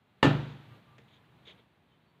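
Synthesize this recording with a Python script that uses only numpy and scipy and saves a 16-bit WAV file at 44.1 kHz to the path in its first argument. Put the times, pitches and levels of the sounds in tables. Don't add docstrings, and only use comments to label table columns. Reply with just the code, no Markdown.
import sys
import numpy as np
from scipy import signal
from scipy.fft import rfft, irfft
from scipy.io import wavfile

SR = 44100
rng = np.random.default_rng(int(sys.argv[2]) if len(sys.argv) > 2 else 0)


def put_to_file(sound):
    columns = np.atleast_2d(sound).T
    safe = np.clip(columns, -1, 1)
    whole_steps = np.round(safe * 32767)
    wavfile.write(sys.argv[1], SR, whole_steps.astype(np.int16))


N = 97020
T = np.arange(N) / SR

# t/s, level/dB, contact time/ms
BASE_CONTACTS = [(0.2271, -20, 0.2), (0.2292, 4, 0.22), (0.2308, 6.5, 0.72)]
# f/Hz, level/dB, t60/s
BASE_MODES = [(300, -15.5, 0.017), (576, -19, 0.011), (903, -17, 0.018), (1424, -20, 0.012),
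              (1744, -23, 0.022), (2916, -13, 0.015)]
WALL_MODES = [(787, -33, .26), (844, -30, .25), (900, -34, .29), (990, -31, .29), (1228, -35, .35),
              (1278, -36, .34), (1362, -34, .28), (1390, -31, .25), (1774.5, -22, .22), (1792, -29, .23),
              (2333, -39, .23), (2559, -33, .2), (2710, -32, .21), (2807, -33, .2), (4420, -39, .18),
              (10761, -42, .15)]
TABLE_MODES = [(251.7, -22, .32), (274, -22, .35), (288.5, -21, .34), (316, -36, .5), (336.5, -25, .32),
               (356, -32, .48), (411.3, -29, .39), (423, -31, .3), (467, -34, .3), (492, -36, .38),
               (510.5, -29, .38), (570, -32, .3), (591, -36, .46), (650.7, -32, .38)]
ROOM_MODES = [(68.5, -38, .7), (75, -38, .45), (95.5, -32, .52), (120.2, -22, .69), (145.2, -17.3, .64),
              (172.8, -24, .44), (197.2, -26, .45)]
TICK_MODES = [(210, 8.5, 0.19), (467, 5.5, 0.17)]
# delay/s, level/dB
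WALL_ECHOES = [(.0045, -15), (.0115, -12), (.015, -15), (0.022, -32), (0.0243, -11.5), (.046, -23.5)]
# f/Hz, t60/s
TAIL_T60 = [(60, 0.76), (160, 0.85), (420, 0.65), (1100, 0.45), (2900, 0.4), (6500, 0.24), (9000, 0.21),
            (14000, .25)]
# t/s, level/dB
TICK_TOUCHES = [(0.9823, -52), (0.9867, -64.5)]
# t/s, length/s, level/dB, tilt/(dB/octave)
RUB_STROKES = [(0.473, 0.053, -64, 9), (1.076, 0.07, -70, 3), (1.124, 0.042, -66.5, 5),
               (1.449, 0.035, -62, 1), (1.465, 0.047, -53.5, -0.3), (1.574, 0.025, -64, -3.4),
               (1.876, 0.062, -80.5, -0.5)]
# t/s, length/s, f/Hz, level/dB
THIN_TONES = [(0.707, 0.065, 1190, -65.5), (0.855, 0.14, 1182, -69), (1.881, .09, 3070, -80),
              (2.055, 0.071, 4460, -85.5)]
# f/Hz, relative density/dB
CRACK_SPECTRUM = [(60, -25), (200, -15.5), (900, 4), (3200, 1), (4400, -2), (5400, -24.5), (7300, -13.5),
                  (10000, -19), (15000, -30)]
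TAIL_SPECTRUM = [(30, -26.5), (55, -25.5), (75, -14), (130, -8.5), (300, -0.5), (550, -10.5), (720, -7),
                 (900, -5.5), (1120, -11.5), (1400, -8.5), (1750, -8), (2130, -16.5), (2800, -11),
                 (4300, -18), (5300, -29), (7000, -28.5), (10000, -45), (15000, -50.5)]
LATE_TAIL_SPECTRUM = [(40, -19), (120, -5), (400, -0.5), (1200, 1), (3800, -6), (5300, -22), (7000, -26),
                      (9000, -34), (15000, -36)]
TICK_SPECTRUM = [(150, 1), (500, 9), (1000, -7), (1900, 6), (3500, -4), (5000, -16), (7000, -15),
                 (12000, -50)]
RUB_SPECTRUM = [(40, -30), (100, -10), (500, 3.5), (1000, -11.5), (1800, -4.5), (2300, 1.5), (2700, -4),
                (3100, 4.5), (3700, 6), (4400, -13), (5500, -29), (6800, -18.5), (8000, -51),
                (15000, -44.5)]
ROOM_NOISE_SPECTRUM = [(25, -31), (50, -11), (70, -9), (120, -1), (165, 0), (210, -3.5), (300, -7.5),
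                       (500, -12.5), (1000, -12.5), (1400, -16), (3200, -20), (4000, -23.5), (5200, -39),
                       (9000, -41), (15000, -41)]
# t/s, level/dB
RUMBLE_ENVELOPE = [(0.2, -103), (0.61, -76), (0.66, -55.5), (0.72, -53.5), (0.78, -54.5), (0.81, -89),
                   (0.89, -59), (1.0, -64.5), (1.1, -70.5), (1.55, -68.5), (1.75, -87.5)]
ROOM_NOISE_ENVELOPE = [(0, -70), (0.2, -66.5), (0.55, -61.5), (0.77, -57.5), (0.81, -62.5), (1.0, -62.5),
                       (1.3, -64), (1.55, -61.5), (1.68, -68), (2.2, -67.5)]


def bottle():
    landing_s, _, contact_ms = BASE_CONTACTS[1]
    direct = base_impact()
    blow = push(landing_s, contact_ms)
    ringing = from_db(0.5) * (modes(blow, TABLE_MODES) + modes(blow, WALL_MODES))
    return direct + ringing + echoes(direct) + room_boom(landing_s) + room_tail(landing_s)


def base_impact(knock_top_hz=5190, crack_db=-19, crack_t60_s=0.014):
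    force = sum(from_db(db) * push(s, ms) for s, db, ms in BASE_CONTACTS)
    knock = signal.lfilter(*signal.butter(2, knock_top_hz, fs=SR), modes(force, BASE_MODES))
    crack = sum(from_db(crack_db + db) * decay(s, crack_t60_s) * soften(noise(CRACK_SPECTRUM), ms)
                for s, db, ms in BASE_CONTACTS)
    return knock + crack


def echoes(direct):
    return sum(from_db(db) * np.interp(T - delay_s, T, direct, left=0) for delay_s, db in WALL_ECHOES)


def room_boom(blow_s, delay_s=0.007, swell_s=0.01, gain_db=-0.5):
    start_s = blow_s + delay_s
    age_s = since(start_s)
    waves = sum(from_db(gain_db + db) * np.sin(2 * np.pi * hz * age_s) * decay(start_s, t60_s)
                for hz, db, t60_s in ROOM_MODES)
    return waves * (1 - np.exp(-age_s / swell_s))


def room_tail(blow_s, build_s=0.0024, tail_db=-24, late_db=-39.5):
    hz = np.arange(N // 2 + 1) * SR / N
    edges_hz = 22 * 2 ** np.arange(0, 10.1, 0.5)
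    field = rfft(noise(TAIL_SPECTRUM))
    tail = 0
    for low, high in zip(edges_hz, edges_hz[1:]):
        band = irfft(field * ((hz >= low) & (hz < high)), N)
        tail += band * decay(blow_s, at_hz(TAIL_T60, np.sqrt(low * high)))
    late = from_db(late_db) * noise(LATE_TAIL_SPECTRUM) * decay(blow_s, t60_s=1.02)
    return (from_db(tail_db) * tail + late) * (1 - np.exp(-since(blow_s) / build_s))


def tick(snap_t60_s=0.019, room_db=-13, room_t60_s=0.22):
    snap = sum(from_db(db) * (decay(s, snap_t60_s) + from_db(room_db) * decay(s, room_t60_s))
               for s, db in TICK_TOUCHES)
    last_s, last_db = TICK_TOUCHES[-1]
    force = from_db(last_db) * push(last_s, contact_ms=0.16)
    body = sum(from_db(db) * ring(force, hz, t60_s) for hz, db, t60_s in TICK_MODES)
    return snap * noise(TICK_SPECTRUM) + body


def rubs(slip_db=1, ring_hz=3410, ring_db=-10.5, attack_s=0.0056, release_t60_s=0.1):
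    slips = from_db(slip_db * wander(rate_hz=220))
    resonance = from_db(ring_db) * rms_one(ring(rng.standard_normal(N), ring_hz, t60_s=0.014))
    out = 0
    for start_s, length_s, db, tilt in RUB_STROKES:
        attack = np.minimum(since(start_s) / attack_s, 1)
        release = np.exp(-np.log(1000) * since(start_s + length_s) / release_t60_s)
        friction = noise([(hz, band_db + tilt * np.log2(hz / ring_hz)) for hz, band_db in RUB_SPECTRUM])
        out += from_db(db) * attack * release * rms_one(slips * (friction + resonance))
    return out


def thin_tones(pitch_wobble=0.0078):
    warped_s = np.cumsum(1 + pitch_wobble * wander(rate_hz=150)) / SR
    out = 0
    for start_s, length_s, hz, db in THIN_TONES:
        progress = np.minimum(since(start_s) / length_s, 1)
        fade = np.sqrt(2 * np.abs(np.sin(np.pi * progress)))
        out += from_db(db) * fade * np.sin(2 * np.pi * hz * warped_s)
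    return out


def rumble(centre_hz=127, stage_width_hz=22):
    t60_s = np.log(1000) / (np.pi * stage_width_hz)
    band = ring(rng.standard_normal(N), centre_hz, t60_s)
    return level(RUMBLE_ENVELOPE) * rms_one(ring(band, centre_hz, t60_s))


def room_noise():
    return level(ROOM_NOISE_ENVELOPE) * noise(ROOM_NOISE_SPECTRUM)


def push(start_s, contact_ms):
    age = since(start_s) / (contact_ms / 4000)
    pulse = age * np.exp(-age)
    return pulse / pulse.sum()


def soften(x, contact_ms):
    pole = np.exp(-4000 / (contact_ms * SR))
    return signal.lfilter([1 - pole], [1, -pole], x)


def modes(force, table):
    return sum((-1) ** k * from_db(db) * ring(force, hz, t60_s)
               for k, (hz, db, t60_s) in enumerate(table))


def ring(force, hz, t60_s):
    radius = np.exp(-np.log(1000) / (t60_s * SR))
    angle = 2 * np.pi * hz / SR
    return signal.lfilter([0, np.sin(angle)], [1, -2 * radius * np.cos(angle), radius ** 2], force + 1e-18)


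def decay(start_s, t60_s, rise_s=0.00013):
    age_s = since(start_s)
    return (1 - np.exp(-(age_s / rise_s) ** 2)) * np.exp(-np.log(1000) * age_s / t60_s)


def noise(spectrum):
    hz = np.arange(N // 2 + 1) * SR / N
    return rms_one(irfft(rfft(rng.standard_normal(N)) * from_db(at_hz(spectrum, hz)), N))


def wander(rate_hz):
    return np.interp(T * rate_hz, np.arange(N), rng.standard_normal(N))


def level(envelope):
    return from_db(np.interp(T, *np.transpose(envelope)))


def at_hz(table, hz):
    table_hz, values = np.transpose(table)
    return np.interp(np.log(np.maximum(hz, 1)), np.log(table_hz), values)


def since(start_s):
    return np.maximum(T - start_s, 0)


def rms_one(x):
    return x / np.sqrt(np.mean(x ** 2) + 1e-20)


def from_db(db):
    return 10 ** (np.asarray(db) / 20)


def scene():
    return (bottle() + tick() + rubs() + thin_tones() + rumble() + room_noise())[None]


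def record(dry):
    low_hz, high_hz = 59, 15450
    x = signal.sosfilt(signal.butter(6, low_hz, "high", fs=SR, output="sos"), dry)
    return signal.sosfilt(signal.ellip(10, 0.1, 80, high_hz, fs=SR, output="sos"), x)


dry = scene()
out = record(dry)
put_to_file(out)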